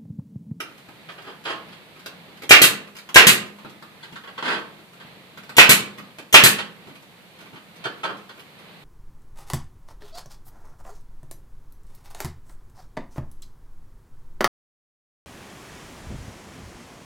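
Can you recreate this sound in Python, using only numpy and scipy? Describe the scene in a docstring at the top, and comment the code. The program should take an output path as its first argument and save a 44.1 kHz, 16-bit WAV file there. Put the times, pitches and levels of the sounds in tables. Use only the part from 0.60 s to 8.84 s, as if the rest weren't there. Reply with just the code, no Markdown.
"""A light click and the scrape of chicken wire come first, then an air stapler bangs four times. It is tacking
the wire to a wooden frame in a small workshop, a little left of a stereo microphone. Each shot is a spit of the
valve, a blow so loud it clips, then a clack and a puff of air as the piston returns. Between shots the mesh is
pulled tight, slipping and rasping over the wood, a pry tool knocks on the frame, and the tool clicks as it is
handled. The timber rings, the room echoes, and a low drone lies underneath."""
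import sys
import numpy as np
from scipy import signal
from scipy.fft import rfft, irfft
from scipy.io import wavfile
from scipy.ndimage import uniform_filter1d

SR = 44100
rng = np.random.default_rng(int(sys.argv[2]) if len(sys.argv) > 2 else 0)


def store_pcm(level_fs):
    """Save levels as 16-bit WAV."""
    pcm = np.round(np.clip(level_fs, -1, 1) * 32767).astype(np.int16)
    wavfile.write(sys.argv[1], SR, np.atleast_2d(pcm).T)


N = 363384

# When each staple goes in: nose_press_s, blow_s, piston_return_s
SHOTS = [(1.820, 1.9082, 2.0168), (2.489, 2.5592, 2.6686), (4.893, 4.9828, 5.0928), (5.585, 5.7420, 5.8366)]
def stapler(lead_s=0.0156, seat_s=0.024):
    """Each shot spits, bangs and puffs; the piston clacks as it lets go and again as it seats."""
    out = np.zeros(N)
    for _, blow_s, return_s in SHOTS:
        add(out, blow_s - lead_s, at_level(valve(lead_s), db=-14))
        add(out, blow_s, at_level(blow(), db=5))
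        add(out, return_s, at_level(exhaust(), db=-3.5))
        add(out, return_s, piston(clack_db=-9.5, thump_db=-9))
        add(out, return_s + seat_s, piston(clack_db=-4, thump_db=-15))
    return out


# The notes the stapler's metal body rings with: pitch_hz, level_db, fade_s
BODY_NOTES = [(470, -6.5, 0.064), (1040, 0.5, 0.12), (1297, -6, .12), (1390, -16, 0.34), (1920, 0.5, 0.22),
              (2010, 1, 0.21), (2250, 2, 0.25), (2485, -0.5, 0.24), (2615, 2.5, .19), (2796, -9, 0.43),
              (2860, -4, .19), (3090, -3.5, .17), (3828, -10, .17)]
# The tone of rattling steel parts: pitch_hz, level_db
STEEL_TONE = [(40, -43), (100, -27), (200, -22), (450, -24), (750, -20), (1200, -2), (1900, 2), (2700, 4.5),
              (4500, -9), (7000, -17), (14000, -23)]
def blow(contact_s=0.00015):
    """The driver hits staple and wood: one hard push, a rattle of parts, and the ring of the body."""
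    t = clock(0.5)
    push = band(t / contact_s * np.exp(-t / contact_s), 440, 3000, order=1)
    rattle = colour(rng.standard_normal(len(t)) * fade(t, 0.18), STEEL_TONE)
    ring = 0
    for hz, db, fade_s in BODY_NOTES:
        louder, sharper, phase = rng.standard_normal(3)  # no two blows ring alike
        note = np.sin(2 * np.pi * hz * (1 + 0.0065 * sharper) * t + np.pi * phase)
        ring += amp(db + 2 * louder) * note * fade(t, fade_s)
    return at_level(rattle, db=0) + at_level(ring, db=-12) - at_level(push, db=-2)


# The tone of air spitting through the valve: pitch_hz, level_db
VALVE_TONE = [(100, -4), (500, -6), (900, -11), (2000, -2.5), (3200, 4.5), (4500, -11.5), (7000, -3),
              (14000, -7.5)]
def valve(lead_s, rise_s=0.0003):
    """The trigger valve spits while the cylinder fills."""
    t = clock(lead_s + 0.0012)
    opening = 1 - np.exp(-(t / rise_s) ** 2)
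    return colour(rng.standard_normal(len(t)) * opening, VALVE_TONE)


# The tone of the escaping air: pitch_hz, level_db
EXHAUST_TONE = [(100, -21), (400, -14), (800, -10.5), (1500, -1), (3000, 3), (4400, 0), (5500, -7.5),
                (8000, -1), (14000, -6)]
def exhaust(rise_s=0.00053, hold_s=0.0048, empty_s=0.19):
    """The cylinder empties: a jet of air holds briefly, then dies with its pressure."""
    t = clock(0.4)
    pressure = rise(t, rise_s) * fade(np.maximum(t - hold_s, 0), empty_s)
    return colour(rng.standard_normal(len(t)) * pressure, EXHAUST_TONE)


# The tone of the piston's dull thump: pitch_hz, level_db
THUMP_TONE = [(40, -19.5), (90, -9), (150, 0.5), (210, 0), (300, -6), (420, -4.5), (800, -18),
              (3000, -26.5)]
def piston(clack_db, thump_db):
    """The piston knocks and chatters briefly: a bright clack on top of a dull thump."""
    t = clock(0.2)
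    knock = t == 0
    clack = colour(knock + amp(-13) * rng.standard_normal(len(t)) * fade(t, 0.02), STEEL_TONE)
    thump = colour(knock + amp(-30) * rng.standard_normal(len(t)) * fade(t, 0.015), THUMP_TONE)
    return at_level(clack, clack_db) + at_level(thump, thump_db)


# The tone of wire mesh on wood: pitch_hz, level_db
MESH_TONE = [(60, -28), (180, -6), (330, -4.5), (480, -2.5), (760, -5), (1100, 1), (1600, -0.5),
             (2300, -8.5), (3200, -2.5), (3800, -14), (4400, -10), (5500, -25), (9000, -29.5),
             (14000, -42.5)]
# Each slip of the wire, or knock of the pry tool on the frame: start_s, level_db, brightness_db_per_octave
SLIPS_AND_KNOCKS = [(.487, -34.5, 0.5), (.58, -38, -1.5), (.672, -34.5, -3.5), (.851, -26.5, 2),
                    (1.122, -42.5, 6), (3.428, -37, 4.5), (3.556, -34.5, 4), (3.637, -39.5, -0.5),
                    (3.673, -36.5, 0), (3.777, -28, 0.1), (3.825, -24, -0.5), (4.4, -42.5, 2),
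                    (5.984, -23.5, 3.5), (6.957, -40, 0.5), (7.24, -29, 4), (7.253, -23, -2.5),
                    (7.433, -21.5, -1), (7.49, -28, -4), (7.691, -38, 1.5)]
def slips_and_knocks():
    """The tight wire slips and snaps against the frame, and the pry tool knocks on the timber."""
    return knocks(SLIPS_AND_KNOCKS, MESH_TONE, fade_s=0.088, rise_s=0.00054, spread_db=5.5)


# Each drag of the mesh over the wood: start_s, length_s, level_db
WIRE_RASPS = [(.64, 0.057, -39.5), (.86, 0.0472, -23), (3.837, 0.091, -19)]
def wire_rasps(rise_s=0.0018, swell_db_per_s=40, stop_s=0.23):
    """Twists of wire catch and let go on the timber, harder as the pull grows."""
    out, t = np.zeros(N), clock(0.35)
    for start_s, length_s, db in WIRE_RASPS:
        pull = rise(t, rise_s) * amp(swell_db_per_s * np.minimum(t, length_s))
        release = fade(np.maximum(t - length_s, 0), stop_s)
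        rasp = colour(grains(t, spread_db=6) * pull * release, tilted(MESH_TONE, 0.3))
        add(out, start_s, at_level(rasp, db))
    return out


# The tone of small clicks and ticks: pitch_hz, level_db
CLICK_TONE = [(59, -14), (100, -9.5), (211, 1.5), (698, -8.5), (1250, -0.5), (1850, -8), (2620, -3),
              (4310, -11.5), (6790, -19.5), (14000, -22.5)]
# Each click of the tool in the hand: start_s, level_db, brightness_db_per_octave
TOOL_CLICKS = [(.002, -25.5, 0), (.286, -39, -3.5), (1.46, -30, 0.5), (1.834, -32.5, -1), (2.352, -41, 1),
               (2.366, -38, 5), (2.386, -37.5, 2.5), (3.047, -32.5, -5.5), (3.224, -38, -1),
               (3.525, -37.5, -3.5), (4.774, -36.5, -0.5), (5.383, -34, -2), (6.27, -39, -3.5),
               (6.931, -38, -4)]
def tool_clicks(nose_db=-34):
    """The tool clicks as it is handled, and as its nose meets the wood before each shot."""
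    presses = [(press_s, nose_db, 0) for press_s, _, _ in SHOTS]
    return knocks(TOOL_CLICKS + presses, CLICK_TONE, fade_s=0.017, rise_s=0.00055, spread_db=4.5)


def mesh_rustle(level_db=(-48, -42), tilt_db=(-3, 3), count=50):
    """The loose mesh ticks faintly at random moments as it is handled."""
    ticks = [(rng.uniform(0, (N - 1) / SR), rng.uniform(*level_db), rng.uniform(*tilt_db))
             for _ in range(count)]
    return knocks(ticks, CLICK_TONE, fade_s=0.0386, rise_s=0.00068, spread_db=6)


# The notes the wooden frame rings with: pitch_hz, gain_db, fade_s
FRAME_NOTES = [(152.5, -7, .55), (205, 9, 1), (488, 4.5, 0.76)]
def with_frame(x, gain_db):
    """Every knock sets the timber ringing; return the sound together with that ring."""
    t, ring = clock(0.7), 0
    for hz, db, fade_s in FRAME_NOTES:
        dying = fade(t, fade_s)
        ring += amp(db) * np.sin(2 * np.pi * hz * t) * dying * 2 / dying.sum()
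    return x + amp(gain_db) * signal.oaconvolve(x, ring)[:N]


# How long the room rings, from bass to treble: pitch_hz, fade_s
ROOM_FADES = [(120, 0.58), (400, 0.58), (1200, 0.44), (3000, 0.35), (6000, 0.29), (13000, 0.16)]
def room_echo(early_fade_s=0.13, tail_db=-6.5, build_s=0.0076):
    """Quick echoes off the bench and shelves, then the room's tail; the deep bass escapes."""
    t = clock(0.9)
    hz, fades_s = np.transpose(ROOM_FADES)
    log_hz = np.log(np.fft.rfftfreq(len(t), 1 / SR) + 1)
    spectrum, tail = rfft(all_around(len(t))), 0
    for share, fade_s in zip(np.eye(len(hz)), fades_s):  # each pitch range fades at its own speed
        tail += irfft(spectrum * np.interp(log_hz, np.log(hz), share), len(t)) * fade(t, fade_s)
    early = all_around(len(t)) * fade(t, early_fade_s) * (t > 0.001)
    parts = [(early, 0), (tail * rise(t, build_s), tail_db)]
    echo = sum(x * amp(db) / np.sqrt(np.sum(x ** 2) / 2) for x, db in parts)
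    return band(echo, 120, SR / 2, order=2)


def workshop(sources):
    """Sounds reach the left ear first; their echoes change as the work moves along the frame."""
    out, to_room = 0, 0
    for x, lag_s, echo_db in sources:
        left = x / np.hypot(1, amp(echo_db))  # direct sound and echo share the energy
        right = np.pad(left, (int(lag_s * SR), 0))[:N]
        out += np.array([left, right])
        to_room += amp(echo_db) * left
    for share in np.eye(len(SHOTS)):  # one echo pattern per shot, blending into the next
        nearness = np.sqrt(np.interp(np.arange(N) / SR, [s for _, s, _ in SHOTS], share))
        out += signal.oaconvolve((to_room * nearness)[None], room_echo(), axes=1)[:, :N]
    return out


# The tone of the workshop's low drone: pitch_hz, level_db
DRONE_TONE = [(18, -73), (30, -44.5), (60, -28), (173, -6.5), (257, -14.5), (286, -15.5), (513, -15.5),
              (731, -17.5), (1430, -20.5), (2300, -19), (2720, -20.5), (4400, -23), (5720, -30)]
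def background(drone_db=-48.5, waver_db=2, hiss_db=-59):
    """A low drone that wavers slightly, under a thin hiss."""
    drift = np.interp(np.arange(N), np.linspace(0, N, 60), rng.standard_normal(60))
    drone = np.array([colour(x, DRONE_TONE) for x in all_around(N)])
    drone = signal.sosfilt(signal.butter(8, 4600, fs=SR, output="sos"), drone)
    return drone / drone.std() * amp(drone_db + waver_db * drift) + amp(hiss_db) * all_around(N)


def knocks(rows, tone, fade_s, rise_s, spread_db):
    """Small knocks: each is a brief chatter with its own level and brightness."""
    out, t = np.zeros(N), clock(0.15)
    for start_s, db, tilt_db in rows:
        chatter = grains(t, spread_db) * rise(t, rise_s) * fade(t, fade_s)
        add(out, start_s, at_level(colour(chatter, tilted(tone, tilt_db)), db, samples=800))
    return out


def grains(t, spread_db):
    """Gritty noise: many tiny contacts of very unequal size."""
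    x = rng.standard_normal(len(t)) * amp(spread_db * np.minimum(rng.exponential(size=len(t)), 5))
    return x / x.std()


def all_around(length, spacing_m=0.097):
    """Noise from all sides: left and right are alike in the bass, unrelated in the treble."""
    likeness = 0.75 * np.sinc(2 * np.fft.rfftfreq(length, 1 / SR) * spacing_m / 343)
    spectra = rfft(rng.standard_normal((2, length)))
    mid, side = irfft(spectra * np.sqrt([1 + likeness, 1 - likeness]), length)
    return np.array([mid + side, mid - side]) / np.sqrt(2)


def colour(x, tone, size=2048):
    """Turn each pitch of a sound up or down as a tone table says."""
    hz, db = np.transpose(tone)
    gain = amp(np.interp(np.log(np.fft.rfftfreq(size, 1 / SR) + 1), np.log(hz), db))
    cepstrum = irfft(np.log(gain))[:size // 2]  # one half only, so nothing rings before the hit
    cepstrum[1:] *= 2
    return signal.fftconvolve(x, irfft(np.exp(rfft(cepstrum, size))))[:len(x)]


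def tilted(tone, tilt_db, low_hz=222, high_hz=4440):
    """The same tone, brighter or duller by tilt_db per octave."""
    return [(hz, db + tilt_db * np.log2(np.clip(hz, low_hz, high_hz) / low_hz)) for hz, db in tone]


def band(x, low_hz, high_hz, order):
    """Keep the pitches between two limits."""
    edges_hz = [low_hz, min(high_hz, SR / 2 - 1)]
    return signal.sosfilt(signal.butter(order, edges_hz, "band", fs=SR, output="sos"), x)


def amp(db):
    """Turn decibels into a multiplier."""
    return 10 ** (np.asarray(db) / 20)


def clock(seconds):
    """The time of each sample."""
    return np.arange(int(seconds * SR)) / SR


def rise(t, rise_s):
    """Climb from 0 towards 1."""
    return 1 - np.exp(-t / rise_s)


def fade(t, fade_s):
    """Die away by 60 dB in fade_s."""
    return np.exp(-np.log(1000) * t / fade_s)


def at_level(x, db, samples=220):
    """Scale a sound so its loudest short stretch has this level."""
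    return x * amp(db) / np.sqrt(uniform_filter1d(x ** 2, samples).max())


def add(track, start_s, x):
    """Mix a sound into a track."""
    i = max(int(start_s * SR), 0)
    track[i:i + len(x)] += x[:N - i]


def scene():
    """Shots, wire and clicks, each with the frame ringing under it, in the workshop."""
    shots = with_frame(stapler(), gain_db=-10)
    wire = with_frame(slips_and_knocks() + wire_rasps() + mesh_rustle(), gain_db=0)
    clicks = with_frame(tool_clicks(), gain_db=-10)
    # sound, right_side_lag_s, echo_db
    sources = [(shots, 0.00017, -1), (wire, 0.00022, 5.5), (clicks, 0.00017, 7)]
    return background() + workshop(sources)


# How the microphone's two sides differ: pitch_hz, left_minus_right_db
MIC_BALANCE = [(500, -0.2), (1200, 0.5), (2000, -6), (4000, -1.5), (8000, 4.5), (12500, 4)]
def record(dry, top_hz=14700):
    """The sound is brighter on the left, the loud blows clip, and the highest treble is cut."""
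    tones = [[(hz, side * db / 2) for hz, db in MIC_BALANCE] for side in (1, -1)]
    stereo = np.array([colour(x, tone) for x, tone in zip(dry, tones)])
    clipped = stereo / (1 + np.abs(stereo) ** 8) ** (1 / 8)
    return signal.sosfilt(signal.ellip(8, 0.2, 70, top_hz, fs=SR, output="sos"), clipped)


dry = scene()
out = record(dry)
store_pcm(out)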